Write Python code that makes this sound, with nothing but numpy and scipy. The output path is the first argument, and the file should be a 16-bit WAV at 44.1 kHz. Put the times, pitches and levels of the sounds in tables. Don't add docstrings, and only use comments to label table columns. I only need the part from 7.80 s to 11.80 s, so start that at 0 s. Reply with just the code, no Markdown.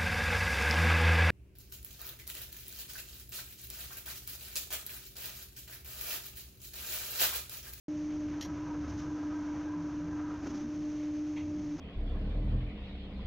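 import sys
import numpy as np
from scipy.fft import rfft, irfft, next_fast_len
from scipy.io import wavfile
from scipy.ndimage import uniform_filter1d, minimum_filter1d, map_coordinates

SR = 44100
rng = np.random.default_rng(int(sys.argv[2]) if len(sys.argv) > 2 else 0)


def store_wav(level_fs):
    pcm = np.round(np.clip(np.atleast_2d(level_fs), -1, 1) * 32767)
    wavfile.write(sys.argv[1], SR, pcm.T.astype(np.int16))


N = 176400
T = np.arange(N) / SR


def amp(db):
    return 10 ** (np.asarray(db) / 20)


def unit(x):
    return x / np.sqrt(np.mean(x ** 2) + 1e-20)


def log_interp(points, hz):
    f, value = np.transpose(points)
    return np.interp(np.log(hz + 1), np.log(f + 1), value)


def curve(points):
    return np.interp(T, *np.transpose(points))


def wobble(knots_per_s):
    return map_coordinates(rng.standard_normal(2048), [T * knots_per_s], mode="wrap")


def rough_tone(phase, knots_per_s):
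    return wobble(knots_per_s) * np.sin(phase) + wobble(knots_per_s) * np.cos(phase)


def blow(start_s, rise_s, t60_s):
    age = T - start_s
    return np.clip(age / rise_s, 0, 1) * amp(-60 * np.maximum(age - rise_s, 0) / t60_s)


def swell(centre_s, length_s):
    return np.cos(np.pi * np.clip((T - centre_s) / length_s, -.5, .5))


def filtered(x, response):
    size = next_fast_len(N + SR // 2)
    hz = np.fft.rfftfreq(size, 1 / SR)
    return irfft(rfft(x, size) * response(hz), size)[..., :N]


def colour(points):
    return lambda hz: amp(log_interp(points, hz))


def body(modes):
    return lambda f: sum((-1) ** k * amp(db) * 1j * f * width / (f0 * f0 - f * f + 1j * f * width)
                         for k, (f0, width, db) in enumerate(modes))


# f/Hz, correlation
COHERENCE = [(4100, 1), (4500, .92), (5500, .85), (7000, .94), (8000, .88), (9000, .5), (13000, .35)]

def noise(response):
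    def mid_side_response(hz):
        angle = np.arccos(np.clip(log_interp(COHERENCE, hz), -1, 1)) / 2
        return response(hz) * np.array([np.cos(angle), np.sin(angle)])
    mid, side = filtered(rng.standard_normal((2, N)), mid_side_response)
    return unit(np.array([mid + side, mid - side]))


# t/s, f/Hz
HUM_PITCH = [(.1, 301.2), (.3, 300.5), (.55, 298.3), (.9, 300), (1.14, 293.8), (1.26, 300.8), (1.65, 298.2),
             (1.82, 300.3), (2.1, 296.5), (2.3, 300), (2.58, 298.5), (2.7, 290.8), (2.86, 299.4),
             (3.25, 299.6), (3.5, 300.6), (3.7, 298.5), (3.82, 300), (3.95, 294.8)]
# t/s, level/dB
HUM_LEVEL = [(.1, -34.5), (.4, -33.5), (.7, -37), (1.0, -34), (1.17, -38.5), (1.35, -34.5), (2.55, -35),
             (2.63, -39.5), (2.76, -37.5), (2.9, -34.5), (3.35, -32), (3.7, -35), (3.95, -34)]
OCTAVE_DB, OCTAVE_SAG_DB, FLUTTER_DB = -22, 5.5, -45.5
SWAY_RAD, STOP_S, FADE_S = .26, 3.953, .015

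def drive():
    drag_db, hum_db = curve(CHAIN_DRAG), curve(HUM_LEVEL)
    load = amp(drag_db - drag_db.max())
    sway = SWAY_RAD * (.28 + load) * wobble(15)
    phase = 2 * np.pi * np.cumsum(curve(HUM_PITCH)) / SR + sway
    tone = amp(hum_db + .9 * wobble(23.97)) * np.sin(phase)
    octave_db = hum_db + OCTAVE_DB - OCTAVE_SAG_DB * load + 1.8 * wobble(9.7)
    octave = amp(octave_db) * (np.sin(2 * phase) + .33 * rough_tone(2 * phase, 50))
    flutter = amp(FLUTTER_DB) * (.3 + .5 * load) * rough_tone(phase, 60)
    running = np.clip(1 - (T - STOP_S) / FADE_S, 0, 1)
    return (np.sqrt(2) * (tone + octave) + flutter) * running


# t/s, level/dB
RUMBLE_LEVEL = [(.1, -46.5), (.5, -47.5), (.8, -45.5), (.95, -46.5), (1.1, -44.5), (1.35, -46.5),
                (1.6, -45.5), (2.1, -50), (2.5, -46.5), (2.75, -47), (3.0, -46), (3.35, -49), (3.65, -46.5),
                (3.98, -46)]
# f/Hz, gain/dB
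RUMBLE_SPECTRUM = [(20, -12.5), (40, -8), (62, -3.5), (80, 1.5), (110, -3), (160, -2.5), (210, -7.5),
                   (330, -6), (400, -14.5), (520, -24), (800, -29.5), (2000, -59), (5000, -94.5)]

def rumble(trim_db=1.8, lumps_db=1.9):
    return amp(curve(RUMBLE_LEVEL) + trim_db + lumps_db * wobble(14)) * noise(colour(RUMBLE_SPECTRUM))


# t/s, level/dB
CHAIN_DRAG = [(.1, -67.5), (.35, -60.5), (.65, -51.5), (.9, -51), (1.15, -52), (1.55, -51), (2.45, -51),
              (2.7, -53.5), (2.9, -58.5), (3.2, -69.5), (3.9, -67.5)]
# f/Hz, width/Hz, gain/dB
TRACK_MODES = [(533, 330, -7), (767, 200, -7), (986, 54, 2), (1267, 120, -3), (1573, 120, -4.5)]
# f/Hz, gain/dB
TRACK_TILT = [(200, -5.5), (500, -1.5), (1700, -3.5), (2300, -4), (5000, -10.5), (9000, -38.5)]

def chains(contacts_per_s=700, surge_db=2, chatter_db=1.5):
    ring = np.zeros(N)
    for mode in TRACK_MODES:
        contacts = (rng.random(N) < contacts_per_s / SR) * rng.standard_normal(N)
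        scrape = 1.2 * rng.standard_normal(N)
        force = (unit(contacts) + scrape) * amp(surge_db * wobble(20))
        ring += filtered(force, body([mode]))
    return amp(curve(CHAIN_DRAG) + chatter_db * wobble(55)) * unit(filtered(ring, colour(TRACK_TILT)))


# t/s, level/dB
HISS_LEVEL = [(.1, -54), (.5, -53.5), (.85, -55.5), (1.15, -53.5), (1.6, -54.5), (2.3, -56), (2.8, -54.5),
              (3.25, -52), (3.7, -55.5), (4, -53)]
# f/Hz, gain/dB
HISS_SPECTRUM = [(100, -2.5), (450, 6.5), (1000, 3.5), (1500, 1), (2400, -2), (4000, -8.5), (5100, -7),
                 (5750, -1.5), (6400, -1), (7000, -12.5), (8300, -18), (12000, -15), (14000, -12.5)]

def mill_hiss(shimmer_db=.45):
    level_db = curve(HISS_LEVEL) + shimmer_db * (wobble(18) + wobble(150))
    return amp(level_db) * noise(colour(HISS_SPECTRUM))


# centre t/s, length/s, level/dB
SCUFFS = [(0.317, 0.068, -58), (0.516, 0.17, -57), (.77, 0.092, -61.5), (1.07, 0.11, -63.5),
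          (1.804, 0.3, -65), (3.24, .12, -60.5)]
# f/Hz, gain/dB
BARK_SPECTRUM = [(500, -23.5), (1400, 3.5), (2200, 3.5), (3000, -1), (4500, -12), (7000, -20),
                 (12000, -16.5)]

def bark_scuffs(grain_db=2.3):
    strokes = sum(amp(db) * swell(t, length) for t, length, db in SCUFFS)
    return strokes * unit(amp(grain_db * wobble(200)) * noise(colour(BARK_SPECTRUM)))


# t/s, relative level/dB
CLANK_CONTACTS = [(0.61, -28.5), (0.6213, -33), (.646, -46)]
# f/Hz, gain/dB
CRACK_SPECTRUM = [(200, -7), (1500, -6), (4200, 3), (6500, -2), (8500, -4.5), (12000, 0), (14000, -20)]
CRASH_SPECTRUM = [(200, 9), (1200, 4.5), (3000, 4), (6000, -10), (8500, 0), (12000, 8), (14000, 0.5)]
# f/Hz, width/Hz, gain/dB
STEEL_MODES = [(1790, 90, -8), (2006, 100, -5), (3050, 130, -3.5), (3330, 150, -5), (4000, 150, -6),
               (4320, 110, -2.5), (4840, 200, -5.5), (5610, 90, 2), (5740, 90, 2.5), (6280, 180, -2),
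               (6870, 120, -9), (11800, 250, -2.5), (12600, 400, -5.5)]

def clank():
    start, first_db = CLANK_CONTACTS[0]
    crack = amp(first_db + 1.5) * noise(colour(CRACK_SPECTRUM)).mean(axis=0)
    crack *= blow(start, rise_s=.0016, t60_s=.026)
    contacts = sum(amp(db) * blow(t, rise_s=.0051, t60_s=.075) for t, db in CLANK_CONTACTS)
    crash = amp(-3.3) * noise(colour(CRASH_SPECTRUM))
    ring = amp(-2.5) * noise(body(STEEL_MODES)).mean(axis=0)
    return crack + contacts * (crash + ring)


# centre t/s, length/s, level/dB, f/Hz
GROANS = [(0.688, 0.11, -53, 1000), (0.802, .12, -53.5, 1005), (0.919, 0.061, -50, 960),
          (1.302, 0.11, -54.5, 985), (1.387, 0.098, -51.5, 1000), (1.57, 0.092, -50.5, 962),
          (1.72, 0.1, -53.5, 975), (1.91, 0.21, -53.5, 995), (2.109, 0.047, -52.5, 975),
          (2.355, 0.11, -53, 990), (2.448, 0.099, -54.5, 995), (2.55, 0.086, -53, 965)]
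# pitch ratio, gain/dB
GROAN_PARTIALS = [(1, -1.5), (1.33, -7), (1.62, -7.5)]

def groans(drift_fraction=.01212, flutter_per_s=55):
    rad_per_hz = 2 * np.pi * np.cumsum(1 + drift_fraction * wobble(20)) / SR
    sound = np.zeros(N)
    for t, length, db, hz in GROANS:
        tone = sum(amp(gain_db) * rough_tone(ratio * hz * rad_per_hz, flutter_per_s)
                   for ratio, gain_db in GROAN_PARTIALS)
        sound += amp(db) * swell(t, length) * tone
    return sound


# centre t/s, length/s, f/Hz, level/dB
BOOMS = [(1.086, 0.22, 75, -43), (1.155, 0.13, 106.4, -46.5), (2.009, 0.13, 164, -43),
         (2.266, 0.15, 163.8, -42), (2.763, 0.079, 197, -46.5), (2.859, 0.066, 240, -37.5),
         (3.78, 0.19, 185.3, -50.5), (3.68, 0.17, 90.7, -44.5), (3.947, 0.17, 154.5, -45.5)]

def log_booms(sway_rad=.2):
    return np.sqrt(2) * sum(
        amp(db) * swell(t, length) * np.sin(2 * np.pi * hz * T + sway_rad * wobble(25))
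        for t, length, hz, db in BOOMS)


# t/s, thud level/dB, rattle level/dB, t60/s
KNOCKS = [(1.076, -44, -52, 0.22), (1.168, -44, -51, .2), (2.62, -40, -55.5, 0.27),
          (2.654, -35.5, -50.5, 0.31), (2.741, -41, -51.5, 0.18), (2.795, -47.5, -61, .12),
          (3.977, -39.5, -50.5, 0.2)]
# f/Hz, gain/dB
THUD_SPECTRUM = [(30, -13), (80, -1.5), (200, 0.5), (300, 10.5), (450, -9), (1300, -11.5), (2200, -23.5),
                 (6000, -42)]
RATTLE_SPECTRUM = [(300, 7), (1200, -2), (2500, 2), (4200, -2.5), (6200, 7.5), (8300, -19.5), (12000, -4.5),
                   (14000, -18)]

def log_knocks(rise_s=.02, ragged_db=1.2):
    thud = noise(colour(THUD_SPECTRUM))
    rattle = unit(noise(colour(RATTLE_SPECTRUM)) * amp(ragged_db * wobble(120)))
    return sum(blow(t, rise_s, t60) * (amp(thud_db) * thud + amp(rattle_db) * rattle)
               for t, thud_db, rattle_db, t60 in KNOCKS)


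# f/Hz, width/Hz, gain/dB
CLACK_MODES = [(984, 120, 1), (2034, 80, 2), (2220, 150, -1), (2480, 150, -2), (2760, 100, 0.5),
               (3300, 160, -5.5), (3710, 160, -8.5), (4360, 100, -12), (6120, 500, -13.5)]

def far_clack(level_db=-46.7):
    return amp(level_db) * blow(start_s=3.556, rise_s=.019, t60_s=.28) * noise(body(CLACK_MODES))


def scene():
    machinery = drive() + rumble() + chains() + mill_hiss()
    return machinery + bark_scuffs() + clank() + groans() + log_booms() + log_knocks() + far_clack()


def limiter(x, threshold_db=-28.6, release_db_per_s=298.5):
    peak_db = 20 * np.log10(np.abs(x).max(axis=0) + 1e-9)
    over_db = np.maximum(peak_db - threshold_db, 0)
    release_db = release_db_per_s * T
    cut_db = np.maximum.accumulate(over_db + release_db) - release_db
    return x * uniform_filter1d(minimum_filter1d(amp(-cut_db), size=65), size=65)


# f/Hz, gain/dB
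TREBLE_SHELF = [(6900, -2), (7400, -6.5), (8000, -17.5), (9000, -16.5), (14000, -18.5)]

def record(dry, start_s=.082, cutoff_hz=14200):
    gate = np.clip((T - start_s) / .0008, 0, 1)
    sound = filtered(limiter(dry), colour(TREBLE_SHELF)) * gate
    return filtered(sound, lambda hz: 1 / (1 + (hz / cutoff_hz) ** 120))


dry = scene()
out = record(dry)
store_wav(out)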